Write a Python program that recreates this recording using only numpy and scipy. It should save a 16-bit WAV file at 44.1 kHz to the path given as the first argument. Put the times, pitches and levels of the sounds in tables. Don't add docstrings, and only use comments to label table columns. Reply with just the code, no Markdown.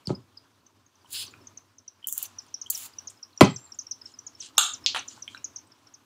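import sys
import numpy as np
from scipy import signal
from scipy.fft import rfft, irfft, next_fast_len
from scipy.io import wavfile
from scipy.ndimage import uniform_filter1d, map_coordinates

SR = 44100
rng = np.random.default_rng(int(sys.argv[2]) if len(sys.argv) > 2 else 0)


def dump(signal):
    limited = np.clip(np.atleast_2d(signal).T, -1, 1)
    pcm = np.round(limited * 32767).astype(np.int16)
    wavfile.write(sys.argv[1], SR, pcm)


def elevation(decibels):
    levels = np.asarray(decibels, float)
    return 10 ** (levels / 20)


N = 266805

# time in seconds, level in dB.
STIR = [(0, -64.5), (.4, -68), (.9, -70), (1.28, -60.5), (1.45, -64), (1.85, -71), (2.25, -62), (2.6, -65),
        (2.9, -60), (3.35, -66), (3.55, -62.5), (4.3, -65.5), (4.85, -60), (5.3, -61), (5.75, -66)]
# frequency in Hz, level in dB per Hz.
HUM_COLOUR = [(15, -55), (25, -20), (37, -25), (67, -12), (97, 7.5), (119, 0), (162, -9.5), (267, 1.5),
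              (354, -3), (501, -10.5), (700, -12), (910, -44), (1540, -120)]
AIR_COLOUR = [(290, -32), (500, -12.5), (763, -4.5), (1020, 1), (1560, -5), (1980, -9.5), (3140, -8.5),
              (4050, -10.5), (5970, -10.5), (7880, -18.5), (9000, -25.5), (11700, -51), (19800, -120)]
RUSTLE_COLOUR = [(4000, -31.5), (7000, 0.5), (9000, 4.5), (12000, 2), (15500, 2), (16200, -34.5)]
# frequency in Hz, time to fall 60 dB in seconds.
WALL_DECAY = [(100, 0.36), (500, 0.18), (2000, 0.31), (6000, 0.3), (8000, .24), (10000, .15), (14000, 0.12)]
# delay in seconds, level in dB.
WALL_ECHOES = [(.0045, -8.5), (.008, -8.5), (0.016, -19), (0.024, -24.5), (0.028, -23)]

# start in seconds, length in ms, starting pitch in Hz, peak in dB.
HIGH_CHIPS = [(.665, 6.4, 6470, -48), (.8635, 5.1, 6640, -52.5), (.9545, 9, 6450, -57.5),
              (1.4712, 7.2, 6620, -36.5), (1.5739, 6.8, 6500, -34), (1.7834, 10.4, 6460, -44),
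              (2.2534, 8.6, 6560, -36), (2.4829, 13, 6600, -56), (2.6151, 10.5, 6520, -27.5),
              (3.073, 14.4, 6700, -31), (3.4462, 11, 6700, -28), (3.5614, 10, 6350, -28.5),
              (3.7445, 7.4, 7410, -44.5), (3.7889, 11.2, 6530, -25.5), (3.8118, 17, 7100, -42),
              (4.2663, 14.2, 7020, -32.5), (4.631, 12, 6630, -25.5), (4.738, 14, 6600, -29.5),
              (4.9917, 8, 6460, -30), (5.0834, 7.8, 6330, -31), (5.4436, 10.9, 6800, -25),
              (5.5604, 11.7, 6550, -29.5), (5.5848, 9.5, 6600, -40), (5.9395, 16, 6700, -42)]
# start in seconds, length in ms, starting pitch in Hz, peak in dB.
MID_CHIPS = [(1.2646, 12, 6500, -43.5), (1.8792, 6.9, 6200, -32), (2.3856, 12, 6130, -29),
             (2.5417, 8, 6080, -23), (2.5796, 6, 5900, -55), (2.7483, 12.4, 6180, -26),
             (2.9852, 6.6, 6130, -27), (3.2287, 9.8, 5890, -31), (3.3758, 3.6, 5840, -28),
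             (3.7205, 6.9, 5830, -31.5), (3.8677, 4.5, 5780, -32), (3.9116, 13, 6410, -23.5),
             (4.1885, 6.6, 6200, -32), (4.3322, 10, 5920, -58.5), (4.403, 20, 6590, -31.5),
             (4.5706, 4.2, 5760, -31), (5.2226, 9.2, 6320, -30), (5.3763, 3.05, 5600, -37),
             (5.718, 15, 5740, -47), (5.8702, 7.9, 5830, -46)]
# start in seconds, length in ms, starting pitch in Hz, peak in dB.
LOW_CHIPS = [(.0554, 8.1, 5500, -40), (.3717, 15, 5240, -34), (2.9348, 9.4, 5110, -42.5),
             (3.327, 12, 4577, -41), (3.6677, 12.3, 4570, -40.5), (4.0139, 9.5, 5460, -35.5),
             (4.0553, 12.2, 5660, -33)]
# start in seconds, length in ms, starting pitch in Hz, peak in dB.
PEEPS = [(.1492, 11, 5130, -36.5), (1.0147, 7, 4800, -52), (1.4128, 19, 5400, -57),
         (3.1723, 9.7, 5196, -52.5), (4.1171, 9.7, 7090, -54), (4.1386, 13.5, 5260, -43),
         (4.191, 6.3, 7200, -50), (4.3501, 8, 5450, -41.5), (4.7345, 5, 7150, -28.5),
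         (4.84, 12.2, 5360, -38.5), (5.0785, 8.5, 7100, -36), (5.09, 25, 7250, -50),
         (5.115, 34, 7250, -49.5), (5.6711, 5.5, 8170, -57.5)]
# frequency in Hz, level in dB.
BEAK = [(3300, -26), (4000, -15), (4550, -17), (5000, -3), (6000, -1), (8500, 0.5)]
# time in seconds, pitch in Hz, level in dB.
WHISTLE = [(3.365, 7170, -61.5), (3.385, 7140, -67), (3.405, 7290, -62), (3.475, 7720, -57.5),
           (3.597, 7305, -49.5), (3.617, 7360, -69), (3.659, 7500, -53), (3.671, 7530, -78.5),
           (3.751, 7427, -80), (3.77, 7500, -88.5)]

# time in seconds, peak in dB.
CREAKS = [(2.402, -56), (2.465, -50), (2.665, -49), (2.991, -51), (3.021, -55), (3.096, -50), (3.105, -41),
          (5.279, -44), (5.349, -47)]
# frequency in Hz, level in dB per Hz.
CREAK_COLOUR = [(1000, -30), (2500, -4), (6000, 0), (9000, 0), (15000, -8), (16200, -35)]
# time in seconds, peak in dB, ring in Hz, second ring in Hz,
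# level of the second ring in dB.
TAPS = [(1.046, -47.5, 970, 3120, -16), (1.279, -36, 4620, 3900, -11), (1.31, -46, 7030, 4000, -16),
        (1.338, -37, 1390, 2470, 1), (2.044, -56, 7600, 11200, -10), (2.392, -56, 7300, 8100, -5),
        (2.421, -51, 7300, 6900, -8), (2.465, -51, 9000, 4900, 0), (2.668, -49, 7100, 8450, -7),
        (2.989, -48, 2780, 2230, -5), (3.099, -34.5, 8330, 6940, 0.5), (3.103, -40.5, 7540, 10000, -4.5),
        (5.176, -42.5, 880, 1460, -4), (5.278, -25.5, 3200, 2330, -6.5), (5.347, -28, 1484, 3930, -4),
        (5.371, -39, 2720, 2480, 0.5)]

# start in seconds, attack in seconds, hold in seconds, release in seconds, level in dB.
RUBS = [(.06, 0.012, 0.055, 0.036, -51), (4.0, 0.062, 0.057, 0.13, -58.5), (5.25, 0.061, .05, .15, -58.5),
        (4.36, 0.068, 0.04, 0.089, -43), (4.935, 0.018, .03, 0.13, -40.5), (5.03, 0.084, 0.0077, 0.77, -51)]
# frequency in Hz, level in dB per Hz.
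SKIN_COLOUR = [(880, -47.5), (1500, -24), (2340, -18), (2930, -7), (3740, -9.5), (4190, -7), (5120, -11),
               (7440, -7.5), (9910, -23.5), (12000, -47), (15600, -54.5), (22000, -120)]
# time in seconds, peak in dB.
PATS = [(4.9472, -17), (4.953, -22.5), (4.9616, -18), (4.965, -24), (4.970, -20.5), (4.9735, -46),
        (4.986, -45)]
# frequency in Hz, level in dB per Hz.
PAT_COLOUR = [(200, -30), (500, -8.5), (950, 1), (1800, -5.5), (2800, 3.5), (4500, -8.5), (6000, -40),
              (8000, -20), (9900, -17.5), (11800, -38.5), (14500, -29), (16000, -56)]
# time in seconds, peak in dB.
FLICKS = [(4.8625, -0.5)]
# frequency in Hz, level in dB per Hz.
FLICK_COLOUR = [(470, -76), (800, -62), (1850, -27.5), (2210, -17), (2800, -6.5), (4290, -1), (6820, -10.5),
                (7830, -21), (8340, -43), (16000, -61)]
# time in seconds, peak in dB.
CLACKS = [
    (4.5795, -14),
    (4.581, 1),
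]
# time in seconds, peak in dB.
REBOUNDS = [
    (4.5897, -16),
    (4.5915, -10.5),
    (4.611, -15),
]
# frequency in Hz, width in Hz, level in dB.
CLACK_RINGS = [(1301, 188, 1), (2943, 250, -9), (3340, 110.4, 4), (3450, 22, 8.5), (3650, 350, -1),
               (4050, 200, -10), (6700, 260, -1), (7150, 160, 5), (7520, 180, -5), (8493, 240, -18.5),
               (10200, 230, -21.5), (12300, 1200, -15), (14350, 250, -25)]

# time in seconds, thud in dB, crack in dB, contact time in seconds.
BLOWS = [
    (0.072, -22.5, -27, 0.0046),
    (0.094, -28.5, -3.5, 0.00065),
    (0.102, -19, -15, 0.0003),
    (3.396, -50.5, -40, 0.0013),
    (3.409, 1, 0.5, 0.00016),
    (3.412, 1.5, -10.5, 0.00021),
]
# frequency in Hz, width in Hz, level in dB.
TABLE_RINGS = [(98.5, 69, -11.5), (128, 24, 0), (189, 40, -4), (273, 52, -4), (383.6, 37, 1), (562, 87, -7),
               (830, 65, -5), (999, 38, -4), (1267, 84, -9.5)]
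# frequency in Hz, level in dB per Hz.
CRACK_COLOUR = [(500, -13), (1000, -4.5), (1700, -12.5), (2700, -11.5), (3400, -12), (4150, -9.5),
                (5000, -16.5), (9600, -15), (14500, -27), (16400, -52.5)]
# frequency in Hz, width in Hz, level in dB.
RIM_RINGS = [(1480, 220, -31), (4400, 470, 16.5), (4940, 490, 17.5), (7080, 270, -37), (9150, 630, 5),
             (13000, 1000, -22)]

# time in seconds, length in ms, pitch in Hz, peak in dB.
SQUEAKS = [(1.058, 6, 3060, -52.5), (2.027, 5, 3080, -46), (2.0425, 6.5, 3080, -29.5),
           (2.084, 4, 3100, -38), (2.094, 5, 3460, -43), (2.661, 6, 3070, -38), (2.666, 6, 3210, -38.5),
           (2.700, 4, 4830, -34), (2.703, 4, 4400, -32), (2.702, 4, 3350, -44)]
# time in seconds, peak in dB, level in dB of the puff after it against the snap.
VALVE_SNAPS = [(1.106, -43, -4.5), (1.117, -42, -4), (1.1292, -26.5, -12), (1.1324, -30, -13),
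               (1.1364, -29, -14), (2.0716, -13.5, -27), (2.080, -30, -9.5), (2.0858, -15, -19.5),
               (2.087, -25, -21), (2.1259, -13.5, -22.5), (2.130, -26, -9.5), (2.150, -38, -28),
               (2.178, -17.5, -24), (2.1793, -11, -23), (2.2268, -18, -22.5), (2.229, -16, -16.5),
               (2.7005, -19, -12), (2.703, -7, -21), (2.706, -14, -20), (2.7762, -23, -15)]
# frequency in Hz, level in dB per Hz.
SNAP_COLOUR = [(1470, -61.5), (3000, -35), (4730, -38), (5900, -23.5), (7400, 1), (8860, -8), (10700, -9),
               (11900, 4), (13200, -6.5), (14400, 2.5), (15700, -2.5), (16300, -28)]
# start in seconds, attack in seconds, hold in seconds,
# release in seconds, level in dB.
JETS = [
    (1.07, 0.063, 0.093, 0.08, -40),
    (2.07, .003, 0.19, 0.028, -41.5),
    (2.699, .007, .16, 0.032, -40),
]
# start in seconds, attack in seconds, hold in seconds,
# release in seconds, level in dB.
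MISTS = [
    (1.085, 0.062, 0.083, 0.062, -36.5),
    (2.11, 0.069, 0.082, 0.013, -51),
    (2.70, 0.026, 0.14, 0.02, -50),
]
# frequency in Hz, level in dB per Hz.
FIRST_JET_COLOUR = [(5000, -41), (6000, -12), (7300, -1), (8600, -6.5), (10000, 0), (10800, -11),
                    (11800, -10), (13200, -25), (14300, -7), (15500, -8), (16000, -45)]
JET_COLOUR = [(4500, -40), (5630, -12.5), (6670, -2), (7300, 4), (8700, -8.5), (9960, 1), (10800, -9),
              (11800, 0.5), (12600, -10), (13300, -16.5), (14200, -3), (15600, -1.5), (16100, -36.5)]
MIST_COLOUR = [(530, -50.5), (900, -26), (1580, -15), (1960, -22), (2700, -3.5), (4300, -1), (5150, -1),
               (5600, -15), (6500, -19), (8450, -42.5), (14300, -120)]
LATE_MIST_COLOUR = [(350, -39.5), (600, -12.5), (1270, -10), (1320, -11), (2000, -13), (2840, -1.5),
                    (3230, -3.5), (4230, -2.5), (6500, -7.5), (8450, -35), (14300, -120)]

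HUM_DB, AIR_DB, RUSTLE_DB = -64.5, -64, -76.5
HUM_FOLLOWS, RUSTLE_FOLLOWS = 0.89, 1
JET_SAG_DB_PER_S, FIRST_SAG_DB_PER_S, MIST_SAG_DB_PER_S, RUB_SAG_DB_PER_S = 30.5, 13, -7, 99.5
EDGE_DB = 37
TAP_T60_S, TAP_CLICK_DB = 0.013, -12
HOOK_MS = 0.67


def unit(x):
    return x / np.sqrt(np.mean(x ** 2) + 1e-20)


def along(points, hz):
    f, v = np.transpose(points)
    return np.interp(np.log(hz + 1), np.log(f + 1), v)


def curves(rows):
    s, *columns = np.transpose(rows)
    return [np.interp(np.arange(N) / SR, s, column) for column in columns]


def wobble(rate):
    knots = rng.standard_normal(int(N * rate / SR) + 4)
    return map_coordinates(knots, [np.arange(N) * rate / SR])


def noise(colour, grain_db, rate, patchy_db=1.5):
    grainy = rng.standard_normal(N) * elevation(grain_db * wobble(rate))
    z = signal.stft(grainy, nperseg=256)[2]
    patches = uniform_filter1d(rng.standard_normal(z.shape), size=5, axis=0)
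    patches = uniform_filter1d(patches, size=12, axis=1)
    x = signal.istft(z * elevation(patchy_db * unit(patches)), nperseg=256)[1][:N]
    m = next_fast_len(N + 8192)
    gain = elevation(along(colour, np.fft.rfftfreq(m, 1 / SR)))
    return unit(irfft(rfft(x, m) * gain, m)[:N])


def swells(rows, sag_db_per_s):
    t, out = np.arange(N) / SR, np.zeros(N)
    for s, attack, hold, release, db in rows:
        climb = EDGE_DB * np.minimum((t - s) / attack - 1, 0)
        sink = EDGE_DB * np.maximum(t - s - attack - hold, 0) / release
        sag = sag_db_per_s * np.maximum(t - s - attack, 0)
        out += elevation(np.maximum(db + climb - sink - sag, -200))
    return out


def causal(colour, size=2048):
    c = irfft(np.log(elevation(along(colour, np.fft.rfftfreq(size, 1 / SR))) + 1e-6))
    c[1:size // 2] *= 2
    c[size // 2 + 1:] = 0
    return irfft(np.exp(rfft(c)))


def resonant(modes, size=4096, notched=False):
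    f = np.fft.rfftfreq(size, 1 / SR)
    response = 0
    for k, (centre, width, db) in enumerate(modes):
        sign = 1 if notched else (-1) ** k
        response = response + sign * elevation(db) * 1j * f * width / (centre * centre - f * f + 1j * f * width)
    return irfft(response) * np.hanning(2 * size)[size:]


def contact(impulse, t60, push=1e-6, scrape_db=-9):
    t = np.arange(SR // 10) / SR
    force = elevation(scrape_db - 60 * t / t60) * rng.standard_normal(len(t))
    force[0] = 1
    force = signal.fftconvolve(force, (1 + t * SR) * np.exp(-t / push))
    x = signal.fftconvolve(force, impulse)
    return x / abs(x).max()


def in_room(x, wet_db, echo_db, damping=1):
    hz, t, z = signal.stft(rng.standard_normal(SR // 3), SR, nperseg=256)
    decay = elevation(-60 * damping * t / along(WALL_DECAY, hz)[:, None])
    tail = signal.istft(z * decay, SR, nperseg=256)[1]
    i = np.arange(len(tail))
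    tail *= 1 - np.exp(-i / (0.00099 * SR))
    tail *= elevation(-25 * (i / (.22 * SR)) ** 4)
    tail *= elevation(wet_db) / np.linalg.norm(tail)
    tail[0] = 1
    for s, db in WALL_ECHOES:
        tail[round(s * SR * rng.uniform(.9, 1.1))] += elevation(db + echo_db) * rng.choice([-1, 1])
    return signal.fftconvolve(x, tail)


def add(track, s, x):
    part = track[round(s * SR):][:len(x)]
    part += x[:len(part)]


def hits(events, impulse, t60, wet_db, echo_db, damping=1.5, scrape_db=-9):
    out = np.zeros(N)
    for s, db in events:
        hit = contact(impulse, t60, scrape_db=scrape_db)
        add(out, s, elevation(db) * in_room(hit, wet_db, echo_db, damping))
    return out


def room_tone():
    stir_db = curves(STIR)[0]
    stir_db = stir_db - stir_db.mean()
    hum_gain = elevation(HUM_DB + HUM_FOLLOWS * stir_db + 2.3 * wobble(4.3))
    air_gain = elevation(AIR_DB + stir_db + 0.92 * wobble(7.5))
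    rustle_gain = elevation(RUSTLE_DB + RUSTLE_FOLLOWS * stir_db)
    hum = hum_gain * noise(HUM_COLOUR, grain_db=-0.97, rate=33)
    air = air_gain * noise(AIR_COLOUR, grain_db=0.96, rate=71)
    return hum + air + rustle_gain * noise(RUSTLE_COLOUR, grain_db=0.9, rate=330)


def whistle():
    hz = curves(WHISTLE)[0]
    points = [(s, db) for s, _, db in WHISTLE]
    start, end = (points[0][0] - .01, -120), (points[-1][0] + .02, -120)
    loud = elevation(curves([start, *points, end])[0])
    tone = np.sin(2 * np.pi * np.cumsum(hz + 40 * wobble(60)) / SR)
    tone = loud * elevation(4.0 * wobble(130)) * tone
    return elevation(0.5) * in_room(tone, wet_db=-1.5, echo_db=-1.0, damping=0.71)[:N]


def chip(ms, start_hz, db, fall, peak_ms, t):
    length, slope = ms / 1000, fall * 1000
    top = np.clip(peak_ms / ms, .05, .7) * length
    rise = np.sin(np.pi / 2 * np.clip((t - t[0]) / (top - t[0]), 0, 1)) ** 2
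    past = np.maximum(t - top, 0) / (length - top)
    fade = np.minimum(12 * past ** 2.2, 22)
    fade += 60 * np.maximum(t / length - 1.5, 0) ** 2
    hz = abs(start_hz - slope * (np.hypot(np.maximum(t, 0), HOOK_MS / 1000) - HOOK_MS / 2000))
    fade -= along(BEAK, hz) + 1.7 * np.sin(2 * np.pi * (300 * t + rng.uniform()))
    note = rise * elevation(-fade) * np.sin(2 * np.pi * np.cumsum(hz) / SR)
    return elevation(db) * in_room(note, wet_db=-15, echo_db=-8.5, damping=1.6)


def birds():
    out, t = np.zeros(N), np.arange(SR // 25) / SR - .0015
    # notes, fall in Hz per ms, time to the peak in ms
    voices = [(HIGH_CHIPS, 130, 1.4), (MID_CHIPS, 110, 2.4), (LOW_CHIPS, 70, 4.7), (PEEPS, 18, 2.6)]
    for notes, fall, peak_ms in voices:
        for s, ms, start_hz, db in notes:
            add(out, s + t[0], chip(ms, start_hz, db, fall, peak_ms, t))
    return out + whistle()


def creaks():
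    return hits(CREAKS, causal(CREAK_COLOUR), 0.004, wet_db=-12, echo_db=-12, scrape_db=-5)


def taps():
    out, t = np.zeros(N), np.arange(SR // 10) / SR
    for s, db, hz, second_hz, second_db in TAPS:
        ring = np.sin(2 * np.pi * hz * t) + elevation(second_db) * np.sin(2 * np.pi * second_hz * t)
        ring *= elevation(-60 * t / TAP_T60_S) * (1 - np.exp(-t / 0.00061)) ** 2
        click = uniform_filter1d(rng.standard_normal(len(t)), size=5)
        ring += elevation(TAP_CLICK_DB - 60 * t / 0.0026) * (t * SR > 6) * click
        soft = uniform_filter1d(ring, size=2) / abs(ring).max()
        add(out, s, elevation(db) * in_room(soft, wet_db=-9.5, echo_db=-5.0, damping=1.2))
    return out


def rubbing():
    return swells(RUBS, RUB_SAG_DB_PER_S) * noise(SKIN_COLOUR, grain_db=2.0, rate=410)


def pats():
    return hits(PATS, causal(PAT_COLOUR), 0.008, wet_db=-1.5, echo_db=-26, scrape_db=-1)


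def flick():
    return hits(FLICKS, causal(FLICK_COLOUR), 0.0019, wet_db=-3.5, echo_db=-4, damping=1.19, scrape_db=-20)


def clack():
    shine = causal([(500, -8.5), (1300, 4), (13000, -2), (14600, -6), (15200, -30.5)])
    body = signal.fftconvolve(resonant(CLACK_RINGS, size=8192, notched=True), shine)
    dull_body = signal.fftconvolve(body, causal([(4000, -1), (7500, -2.5), (10000, -23), (16000, -44)]))
    out = hits(CLACKS, body, 0.012, wet_db=-3.5, echo_db=-5, damping=0.54)
    return out + hits(REBOUNDS, dull_body, 0.024, wet_db=-9.0, echo_db=-6, damping=1.0)


def table():
    rim = signal.fftconvolve(resonant(RIM_RINGS), resonant([(6250, 5800, 0)]))
    out = hits([(.0715, -19)], rim, 0.007, wet_db=-16.0, echo_db=-16)
    for s, db, crack_db, push in BLOWS:
        blow = contact(resonant(TABLE_RINGS, size=16384), 0.0054, push, scrape_db=-24)
        crack = contact(causal(CRACK_COLOUR), 0.025, 0.2 * push, scrape_db=-12.0)
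        add(blow, 0, elevation(crack_db) * crack)
        add(out, s, elevation(db) * in_room(blow, wet_db=-7.0, echo_db=-2, damping=1.11))
    return signal.sosfilt(signal.butter(4, 82, "high", fs=SR, output="sos"), out)


def squeaks():
    out = np.zeros(N)
    for s, ms, hz, db in SQUEAKS:
        t = np.arange(int(ms * SR / 1000)) / SR
        blip = abs(np.sin(np.pi * t / t[-1])) ** 1.2 * np.sin(2 * np.pi * hz * t)
        add(out, s, elevation(db) * in_room(blip, wet_db=-15.5, echo_db=-10, damping=1.4))
    return out


def valve():
    events = [(s, db) for s, db, _ in VALVE_SNAPS]
    return hits(events, causal(SNAP_COLOUR), 0.004, wet_db=-13.5, echo_db=-14.5, scrape_db=-12)


def spray():
    jet, t = swells(JETS[1:], JET_SAG_DB_PER_S), np.arange(SR // 5) / SR
    for s, db, puff_db in VALVE_SNAPS:
        add(jet, s, elevation(db + puff_db - 60 * t / 0.031))
    first_jet = swells(JETS[:1], FIRST_SAG_DB_PER_S)
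    first_mist = swells(MISTS[:1], MIST_SAG_DB_PER_S)
    late_mist = swells(MISTS[1:], MIST_SAG_DB_PER_S)
    hiss = jet * noise(JET_COLOUR, grain_db=2.5, rate=2400, patchy_db=1.0)
    hiss += first_jet * noise(FIRST_JET_COLOUR, grain_db=2.1, rate=1000, patchy_db=-0.5)
    hiss += first_mist * noise(MIST_COLOUR, grain_db=0.0, rate=1000, patchy_db=1.5)
    hiss += late_mist * noise(LATE_MIST_COLOUR, grain_db=1.3, rate=1400, patchy_db=1.5)
    return in_room(hiss, wet_db=-13, echo_db=-12.0)[:N]


def scene():
    background = room_tone() + birds()
    hands = rubbing() + pats() + flick() + clack()
    bottle = creaks() + taps() + table() + squeaks() + valve() + spray()
    return (background + hands + bottle)[None]


def band_limit(x):
    return signal.sosfilt(signal.butter(12, 16510, fs=SR, output="sos"), x)


def record(dry):
    x = signal.sosfilt(signal.butter(2, 45, "high", fs=SR, output="sos"), dry)
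    x = x / (1 + abs(x) ** 40) ** (1 / 40)
    return band_limit(x)


dry = scene()
out = record(dry)
dump(out)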